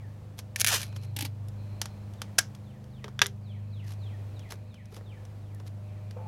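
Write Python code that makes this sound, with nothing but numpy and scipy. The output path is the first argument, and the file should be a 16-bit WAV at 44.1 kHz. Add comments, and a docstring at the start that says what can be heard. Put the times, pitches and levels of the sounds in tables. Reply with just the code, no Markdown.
"""Outdoors at a workbench, over a far engine's low harmonics, shaped noise for air, and birds as gliding tones.
Fingers tick; sticky tape jerks off a plastic hand dispenser by stick-slip, rasps with the speed of the pull
while the free strip's ring falls, and the reel creaks. The tape then tears on the blade, the dispenser
knocks on the bench and excites its modes, and the reel rattles after each. Soft bumps, ticks and grainy noise
follow as a hand takes a thin plastic bottle, and near the end two hollow tones overlap."""
import sys
import numpy as np
from scipy import signal
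from scipy.fft import rfft, irfft
from scipy.io import wavfile
from scipy.ndimage import uniform_filter1d

SR = 44100
rng = np.random.default_rng(int(sys.argv[2]) if len(sys.argv) > 2 else 0)


def put_to_file(sound):
    """Save the sound as 16-bit audio at rate SR, in the file named by the first command-line argument."""
    columns = np.atleast_2d(sound).T  # one column per channel
    safe = np.clip(columns, -1, 1)
    whole_steps = np.round(safe * 32767)
    wavfile.write(sys.argv[1], SR, whole_steps.astype(np.int16))


N = 276507
TIME = np.arange(N) / SR


def undb(db):
    """Logarithmic level: decibels to amplitude gain."""
    return 10 ** (np.asarray(db) / 20)


def unit(x):
    """Normalisation to rms 1."""
    return x / np.sqrt(np.mean(x ** 2) + 1e-20)


def curves(table, t=TIME):
    """Linear interpolation in time of each column of a table."""
    s, *columns = np.transpose(table)
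    return [np.interp(t, s, c) for c in columns]


def fade(t, t60):
    """Exponential decay, falling 60 dB in t60 seconds."""
    return np.exp(-np.log(1000) * t / max(t60, 1e-3))


def swell(s, half):
    """Gaussian rise and fall centred on time s."""
    return np.exp(-((TIME - s) / half) ** 2)


def envelope(s, attack, hold, t60):
    """Linear rise to full level at time s, a hold, then exponential decay."""
    return np.clip(1 + (TIME - s) / attack, 0, 1) * fade(np.maximum(TIME - s - hold, 0), t60)


def add(out, s, x):
    """Superposition: mix x into out at time s."""
    i = int(s * SR)
    x, i = x[max(-i, 0):], max(i, 0)
    out[i:i + len(x)] += x[:max(len(out) - i, 0)]


def colour(x, spectrum, tilt_db=0, size=2048):
    """Minimum-phase filter with the given spectrum, tilted about 3 kHz in dB per octave."""
    hz, db = np.transpose(spectrum)
    octave = np.log2(np.maximum(np.arange(size // 2 + 1) * SR / size, 1))
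    tilt = tilt_db * np.clip(octave - np.log2(3000), -2, 2)
    gain = undb(np.interp(octave, np.log2(hz), db) + tilt)
    # folding the cepstrum makes the response causal
    cepstrum = irfft(np.log(gain))
    cepstrum[1:size // 2] *= 2
    cepstrum[size // 2 + 1:] = 0
    response = irfft(np.exp(rfft(cepstrum)))
    return signal.fftconvolve(x, response)[:len(x)]


def band(x, lo_hz, hi_hz):
    """Band-pass filtering."""
    edges = [lo_hz, min(hi_hz, SR / 2 - 1)]
    return signal.sosfilt(signal.butter(2, edges, "band", fs=SR, output="sos"), x)


def narrow_noise(hz, width_hz):
    """Narrow-band noise: random excitation of one resonance, rms 1."""
    return unit(band(rng.standard_normal(N), hz - width_hz / 2, hz + width_hz / 2))


def walk(rate):
    """Low-passed random process, rms 1, drawn afresh rate times a second."""
    k = int(SR / rate)
    steps = np.repeat(rng.standard_normal(N // k + 1), k)
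    return unit(uniform_filter1d(uniform_filter1d(steps, k), k)[:N])


def blows(table, spectrum, gain_db, crack, tail_db, tail_t60, hold=0, modes=(), modes_db=0, dull_db=-7):
    """Impact excitation: a crack, a scrape of hold seconds, a dense short ring, a dull tail and body modes."""
    out, t = np.zeros(N), np.arange(SR // 4) / SR
    head = SR // 250  # the first 4 ms set the level
    ring = sum(undb(db) * np.sin(2 * np.pi * hz * t) * fade(t, t60) for hz, db, t60 in modes)
    for s, db, t60, *tilt in table:
        push = rng.standard_normal(len(t)) * fade(np.maximum(t - hold, 0), t60)
        push[0] = crack
        # the surroundings send back little of the top octave
        tail = colour(rng.standard_normal(len(t)) * fade(t, tail_t60), [(6000, 0.0011), (9000, dull_db)])
        hit = colour(push + undb(tail_db) * tail, spectrum, sum(tilt))
        hit /= np.std(hit[:head])
        if len(modes):
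            hit += undb(modes_db) * ring / np.std(ring[:head])
        add(out, s, undb(db + gain_db) * hit)
    return out


# tape lets go of the roll in single jerks:
# (time [s], relative level [dB], ring t60 [s], brightness [dB per octave])
SLIPS = [(0.5604, -26, 0.028, -1.5), (.5995, -27, .01, 6), (0.6056, -23, 0.014, 2.5),
         (0.6113, -21.5, 0.0091, 4.5), (0.6154, -18, 0.012, -1), (0.6456, -17.5, 0.024, -2),
         (0.6654, -22, .016, 0), (0.6719, -21, .011, 0), (.674, -22, .015, 2), (.683, -22, 0.014, 0),
         (0.6887, -23, 0.013, 1.5), (.816, -34, 0.05, 0.5), (.831, -33.5, 0.04, -1)]
# spectrum of a jerk: (frequency [Hz], gain [dB])
SLIP_COLOUR = [(180, -67), (300, -41.5), (455, -19), (603, -27.5), (656, -17.5), (1140, -20.5), (1780, 1.5),
               (2000, -11), (2250, 3), (2740, -4.5), (6300, -3), (8090, -10), (10200, -2), (16000, -20.5)]


def jerks():
    """Stick-slip friction at its slowest: each single release is an impact."""
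    return blows(SLIPS, SLIP_COLOUR, gain_db=-0.5, crack=7.6, tail_db=-21.5, tail_t60=0.11, dull_db=-3.5)


def roll_ring(slips, t60, count=4):
    """Impulse response: each slip lets go at one of a few places across the roll, each with its own ring."""
    t = np.arange(SR // 50) / SR
    place = rng.integers(count, size=N)
    out = np.zeros(N)
    for k in range(count):
        ring = unit(rng.standard_normal(len(t)) * fade(t, t60)) / np.sqrt(len(t))
        out += signal.fftconvolve(slips * (place == k), ring)[:N]
    return out


SLIP_RATE_HZ, PEEL_DB, PEEL_SPEED_DB = 770, -24.5, 6.5  # at 1 m/s; dB gained per tenfold speed
EASE_S, EASE_T60_S = 0.754, 0.35  # the hand eases off and the rasp dies away
STRIP_START_M, STRIP_WAVE_M_S = .015, 50  # free tape before the pull; speed of waves along it
STRIP_DB, STRIP_PEAK_S, STRIP_SWELL_S = -36.5, 0.728, .016  # the strip rings most while it is tautest
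# speed of the pulling hand: (time [s], speed [m/s])
PULL = [(.668, .1), (.69, 0.18), (.71, .52), (.727, 0.96), (.765, .52), (.80, .3), (.812, .03)]
# spectrum of the rasp: (frequency [Hz], gain [dB])
PEEL_COLOUR = [(120, -56), (220, -29), (400, -10), (1000, -4.5), (1600, -0.5), (2300, -1), (3000, 4),
               (3700, -2.5), (6200, 1), (8300, -6.5), (12600, -5), (16000, -22.5)]


def peel(jitter=.35, scatter_db=1.0, patchy_db=2.0, fizz_db=-23, roll_t60=0.02, flutter=.085, rate_power=.6):
    """Stick-slip quickens with pull speed; the free strip, a half-wave resonator, falls in pitch as it grows."""
    pulling = (TIME > PULL[0][0]) & (TIME < PULL[-1][0])
    speed = np.maximum(curves(PULL)[0], 1e-3)
    rate = SLIP_RATE_HZ * speed ** rate_power
    cycles = np.cumsum(rate * np.exp(jitter * walk(300))) / SR
    slips = np.diff(np.floor(cycles), prepend=0) * undb(scatter_db * rng.standard_normal(N))
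    # after each slip, threads of glue snap in a fizz
    threads = undb(fizz_db) * rng.standard_normal(N) * np.exp(-(cycles % 1) / 0.54)
    rasp = roll_ring(slips * np.sqrt(500 / rate), roll_t60) + threads
    rasp *= undb(patchy_db * walk(260))  # the glue grips in patches
    effort = undb(PEEL_DB + PEEL_SPEED_DB * np.log10(speed))
    effort *= fade(np.maximum(TIME - EASE_S, 0), EASE_T60_S)

    strip_m = STRIP_START_M + np.cumsum(speed * pulling) / SR
    strip_hz = STRIP_WAVE_M_S / (2 * strip_m) * np.exp(flutter * walk(400))
    strip = np.sqrt(2) * np.sin(2 * np.pi * np.cumsum(strip_hz) / SR) * undb(2 * walk(250))
    taut = undb(STRIP_DB) / (1 + ((TIME - STRIP_PEAK_S) / STRIP_SWELL_S) ** 2)
    return pulling * (unit(colour(rasp, PEEL_COLOUR)) * effort + strip * taut)


CREAK_T60_S = 0.023
# the dispenser's reel creaks round: (time [s], relative level [dB])
CREAKS = [(1.1642, -34.5), (1.1883, -34), (1.208, -32.5), (1.2222, -34.5), (1.25, -36.5)]
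# spectrum of a creak: (frequency [Hz], gain [dB])
CREAK_COLOUR = [(130, -27), (210, -18), (270, 6.5), (400, -15.5), (700, -13), (850, 1), (1050, -23),
                (1600, -9), (3050, -4), (3700, -9), (4500, -7.5), (7000, -13.5), (12400, -9), (16000, -25)]


def creaks():
    """Friction bursts: each creak is a crack and a 4 ms scrape that then rings down."""
    events = [(s, db, CREAK_T60_S) for s, db in CREAKS]
    return blows(events, CREAK_COLOUR, gain_db=1.5, crack=2.2, tail_db=-5.5, tail_t60=0.11, hold=0.004)


# tape parts tooth by tooth on the blade: (time [s], relative level [dB], ring t60 [s])
TEAR = [(2.3825, -33, .02), (2.3845, -20, .016), (2.3865, -13, .018), (2.3895, -17, .02), (2.392, -24, .02)]
# spectrum of the tear: (frequency [Hz], gain [dB])
TEAR_COLOUR = [(120, -41.5), (200, -19), (450, -23.5), (690, -10.5), (950, -18), (1550, 0), (1950, -12),
               (3500, -10.5), (4100, -13), (5500, -4.5), (8700, -13.5), (10300, -13.5), (16000, -28)]
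# modes of the dispenser's shell: (frequency [Hz], relative level [dB], t60 [s])
SHELL = [(1634, 3, 0.052), (1440, -11, 0.058), (2180, 0, 0.075), (5130, -13.5, .06), (5356, -6.5, .06),
         (5634, -7.5, 0.077), (6026, -11, 0.047)]


def tear():
    """Fracture in steps: each parting is an impact that excites the shell's modes."""
    return blows(TEAR, TEAR_COLOUR, gain_db=-1, crack=2.2, tail_db=-26.0, tail_t60=0.17,
                 modes=SHELL, modes_db=-12.0)


# the dispenser lands on the bench and rocks:
# (time [s], relative level [dB], ring t60 [s], brightness [dB per octave])
KNOCKS = [(3.1924, -28.5, 0.0096, 1.5), (3.2171, -12, 0.032, 1.5), (3.2603, -31, 0.013, 2),
          (3.2662, -33, 0.014, 15)]
# spectrum of a knock: (frequency [Hz], gain [dB])
KNOCK_COLOUR = [(120, -42), (220, -22.5), (400, -10.5), (690, -11.5), (950, -11), (1650, -2), (2400, -10),
                (3400, -4), (4400, -14.5), (5900, -13), (8000, -27.5), (11500, -28.5), (16000, -57)]
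# modes of the shell on the bench: (frequency [Hz], relative level [dB], t60 [s])
BENCH = [(397, -11, 0.29), (485, -11, 0.092), (972, -4.5, 0.053), (1190, -4.5, 0.032), (1640, 6, 0.039),
         (2070, -1.5, .05), (3106, -2.5, 0.036), (3460, -1.5, 0.0414), (3716, -19.5, 0.04),
         (5730, -5.5, .05)]


def knocks():
    """Modal impact: each contact rings the shell and bench together."""
    return blows(KNOCKS, KNOCK_COLOUR, gain_db=1.0, crack=6.3, tail_db=-19.5, tail_t60=0.13,
                 modes=BENCH, modes_db=-12)


TICK_T60_S = .024
FIDGET_SPAN_S, FIDGET_DB, FIDGET_SCATTER_DB = (0.92, 5.1), -48.5, 6  # faint ticks at random; relative level
# fingers and tape tick on plastic: (time [s], relative level [dB], brightness [dB per octave])
TICKS = [(.39, -29, 4), (.927, -42, -3), (.963, -33, 0), (1.485, -42, 5.5), (1.816, -15.5, 2.5),
         (1.857, -26.5, 0), (2.218, -21.5, 1), (2.55, -40, 1.5), (3.043, -26.5, -5), (3.081, -32.5, -5.5),
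         (4.394, -41.5, 1), (4.743, -44, 0.5), (4.965, -41, -.5), (5.252, -43, 0.5), (5.547, -47, 11),
         (5.6, -43.5, -1.5), (6.11, -38, -.5)]
# spectrum of a tick: (frequency [Hz], gain [dB])
TICK_COLOUR = [(180, -41), (300, -7), (1460, 1.5), (2610, -6.5), (3080, 1), (4020, -6), (5610, -2),
               (7820, -10.5), (8500, -10.5), (11300, -11.5), (16000, -29.5)]


def ticks(faint_count=9):
    """Light impacts: clear ticks with faint random ones between them."""
    faint = []
    for _ in range(faint_count):
        s = rng.uniform(*FIDGET_SPAN_S)
        db = FIDGET_DB + FIDGET_SCATTER_DB * rng.uniform(-1, 1)
        faint.append((s, db, 2))
    touches = [(s, db, TICK_T60_S, tilt_db) for s, db, tilt_db in list(TICKS) + faint]
    return blows(touches, TICK_COLOUR, gain_db=-10, crack=4.3, tail_db=-18.5, tail_t60=0.15)


# short grainy rubs, some of them the noisy tails of ticks, jerks and creaks:
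# (centre time [s], half length [s], level [dB])
RUBS = [(.393, .011, -42.5), (0.596, 0.013, -37.5), (0.832, 0.05, -49), (0.967, 0.012, -50.5),
        (1.041, 0.017, -56), (1.254, 0.016, -48.5), (3.875, 0.024, -58), (3.923, 0.019, -50.5),
        (4.523, 0.019, -45), (4.952, 0.034, -54.5), (5.679, 0.016, -56.5)]
# spectrum of rubbing and rattling: (frequency [Hz], gain [dB])
RUB_COLOUR = [(200, -9.5), (500, 0.5), (1200, 0), (2500, -0.5), (5800, 0.5), (8000, -8.5), (11500, -3.5),
              (16000, -23)]


def grainy_noise(grain_db, rate):
    """Random modulation: noise whose level flickers, rms 1 after colouring."""
    grains = rng.standard_normal(N) * undb(grain_db * walk(rate))
    return unit(colour(grains, RUB_COLOUR))


def rubs():
    """Amplitude shaping: grainy noise swells briefly for each rub or noisy tail."""
    level = sum(undb(db) * swell(s, half) for s, half, db in RUBS)
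    return level * grainy_noise(4.5, 500)


# the hand nudges the bench and takes the bottle: (time [s], relative level [dB], ring t60 [s])
BUMPS = [(3.044, -45, 0.12), (3.082, -47, 0.067), (4.525, -47, 0.083), (4.925, -49, .051),
         (4.965, -47.5, 0.14), (5.010, -47, 0.032), (5.601, -50, 0.064), (6.109, -59, .05)]
# spectrum of a bump: (frequency [Hz], gain [dB])
BUMP_COLOUR = [(120, -20.5), (250, -12.5), (420, 5), (700, -5.5), (1700, -13), (3000, -25), (10000, -36)]


def bumps():
    """Soft impacts: a weak crack and a mostly low ring."""
    return blows(BUMPS, BUMP_COLOUR, gain_db=-0.5, crack=0.9, tail_db=-24.5, tail_t60=.15)


RATTLE_LAG_S, RATTLE_HALF_S, RATTLE_DB = 0.025, 0.011, -31.5  # dB relative to the blow's table level


def rattle():
    """Loose contact: the reel rattles after the hardest blow of the tear and of the landing."""
    hardest = [max(table, key=lambda row: row[1]) for table in (TEAR, KNOCKS)]
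    shaking = sum(undb(db + RATTLE_DB) * swell(s + RATTLE_LAG_S, RATTLE_HALF_S) for s, db, *_ in hardest)
    return shaking * grainy_noise(2.0, 700)


ENGINE_HZ, ENGINE_WANDER = 25.32, .003  # firing rate; its slow wander as a share
# the drone, 4th order: (time [s], level [dB])
DRONE = [(0.0, -42), (0.5, -43.5), (1.16, -36), (2.45, -43.5), (2.86, -55), (3.5, -38.5), (4.14, -36.5),
         (4.78, -46), (5.84, -39), (6.2, -38.5)]
# the 5th order: (time [s], level [dB])
OVERTONE = [(0, -50.5), (.35, -56), (1.1, -42.5), (2.0, -61.5), (2.4, -51.5), (3.2, -44.5), (4.0, -62.5),
            (6.27, -63.5)]
# the 8th order, an octave above the drone: (time [s], level [dB])
OCTAVE = [(0, -60), (1.0, -57.5), (2.0, -52.5), (3.5, -52), (4.3, -63), (6.27, -55.5)]
# steady weaker orders, before waver: (order [1], level [dB])
ENGINE_ORDERS = [(2, -64), (3, -61.5), (6, -57.5), (7, -63), (9, -65.5), (11, -72.5), (12, -71.5),
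                 (20, -71.5), (24, -69)]


def engine(waver_db=-0.7, weak_waver_db=3.5):
    """Harmonic series: only low firing harmonics carry this far, and each swells and fades on the way."""
    phase = 2 * np.pi * np.cumsum(ENGINE_HZ * (1 + ENGINE_WANDER * walk(3))) / SR
    strong = [(4, DRONE), (5, OVERTONE), (8, OCTAVE)]
    orders = [(k, curves(table)[0] + waver_db * walk(27)) for k, table in strong]
    orders += [(round(k), db + weak_waver_db * walk(5)) for k, db in ENGINE_ORDERS]
    out = np.zeros(N)
    for k, db in orders:
        out += np.sqrt(2) * undb(db) * np.sin(k * phase + rng.uniform(0, 2 * np.pi))
    return out


SONG_BRIGHTEST_S, SONG_TURN_S = 3.6, 1.6  # the whistles brighten towards this time, then dull again
SONG_DULL_DB, SONG_BRIGHT_DB = -7.5, 5.5  # dB per octave
# one bird whistle: (time from its start [s], frequency [Hz], relative level [dB])
WHISTLE = [(0, 4750, -18.5), (.015, 4370, -18), (.04, 3780, -9), (.09, 3010, -8), (.102, 2500, -6.5),
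           (.125, 2020, -6), (.16, 1740, -10), (.19, 1640, -22)]
# whistles: (time [s], relative level [dB], length factor [1])
SONG = [(-.118, -60, 1.1), (1.306, -78.5, 0.98), (2.136, -63, 1.06), (2.62, -61, 0.97), (2.904, -57, .91),
        (3.435, -56, 0.99), (3.705, -53, 1.02), (3.99, -53, 1.07), (4.33, -54.5, 1.05), (4.675, -55.5, .96),
        (5.021, -55, 0.98), (5.385, -63.5, 1.16), (5.83, -64, 1)]


def birdsong(echo_db=-3, echo_t60=0.49, flicker_db=3.0):
    """Frequency glide and scattering: a falling whistle, returned diffusely by trees and houses."""
    song = np.zeros(N)
    for s, db, length in SONG:
        hz, shape_db = curves(WHISTLE, np.arange(0, WHISTLE[-1][0], 1 / SR / length))
        brightening = np.exp(-((s - SONG_BRIGHTEST_S) / SONG_TURN_S) ** 2)
        tilt_db = SONG_DULL_DB + (SONG_BRIGHT_DB - SONG_DULL_DB) * brightening
        gain = undb(db + shape_db + tilt_db * np.log2(hz / hz.mean()))
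        add(song, s, gain * np.sin(2 * np.pi * np.cumsum(hz) / SR))
    song *= undb(flicker_db * walk(120))
    t = np.arange(SR) / SR
    scatter = unit(rng.standard_normal(SR) * fade(t, echo_t60)) / np.sqrt(SR)
    return song + undb(echo_db) * signal.fftconvolve(song, scatter)[:N]


CHORUS_ATTACK_S, CHORUS_T60_S = 0.039, 0.74
# phrases of far birds: (time [s], length [s], level near 2.5 kHz [dB], level near 4.2 kHz [dB])
CHORUS = [(.8, 0.23, -67, -66.5), (1.6, 0.35, -72.5, -71), (3.45, 1.45, -73.5, -80.5),
          (5.85, 0.43, -71.5, -83)]


def chorus():
    """Diffuse sound: far birds blur into two noise bands."""
    low, high = narrow_noise(2440, 330), narrow_noise(4130, 330)
    out = np.zeros(N)
    for s, length, low_db, high_db in CHORUS:
        blur = undb(low_db) * low + undb(high_db) * high
        out += envelope(s, CHORUS_ATTACK_S, length, CHORUS_T60_S) * blur
    return out


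HOLLOW_ATTACK_S = .008
# two hollow tones that overlap: (time [s], frequency [Hz], tone level before flutter [dB], t60 [s])
HOLLOW = [(6.169, 512, -43, 0.21), (6.19, 850, -51, 2.7)]


def hollow_tones(noise_db=-6, flutter_db=3, wander=.025):
    """Random modulation: decaying tones, unsteady in pitch and level, roughened by shared band noise."""
    out, rough = np.zeros(N), narrow_noise(660, 500)
    for s, hz, db, t60 in HOLLOW:
        phase = 2 * np.pi * np.cumsum(hz * (1 + wander * walk(60))) / SR
        tone = np.sqrt(2) * np.sin(phase) * undb(flutter_db * walk(90))
        out += undb(db) * envelope(s, HOLLOW_ATTACK_S, 0, t60) * (tone + undb(noise_db) * rough)
    return out


AIR_DB = -57.5  # level between 300 Hz and 15 kHz, before the sway
# spectrum of the outdoor air: (frequency [Hz], gain [dB])
AIR = [(15, -45), (25, -14.5), (48, -15), (76, -11), (108, -0.5), (127, -7), (153, -15.5), (206, -15),
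       (263, -20), (451, -21), (607, -22), (754, -23.5), (1440, -33.5), (13200, -51), (16000, -52)]


def air(sway_db=-1.76):
    """Broadband noise: soft outdoor rumble and hiss that sway slowly in level."""
    noise = colour(rng.standard_normal(N), AIR, size=8192)
    noise /= np.std(band(noise, 300, 15000))
    return noise * undb(AIR_DB + sway_db * walk(2.8))


def scene():
    """Superposition: close handling over the far garden sounds."""
    tape = jerks() + creaks() + tear() + peel()
    handling = ticks() + rubs() + bumps() + knocks() + rattle()
    garden = engine() + birdsong() + chorus() + hollow_tones() + air()
    return (tape + handling + garden)[None]


TOP_HZ = 16000


def record(dry):
    """Soft saturation rounds the highest peaks; a steep low-pass cuts the top."""
    return signal.sosfilt(signal.ellip(8, .2, 70, TOP_HZ, fs=SR, output="sos"), np.tanh(dry))


dry = scene()
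out = record(dry)
put_to_file(out)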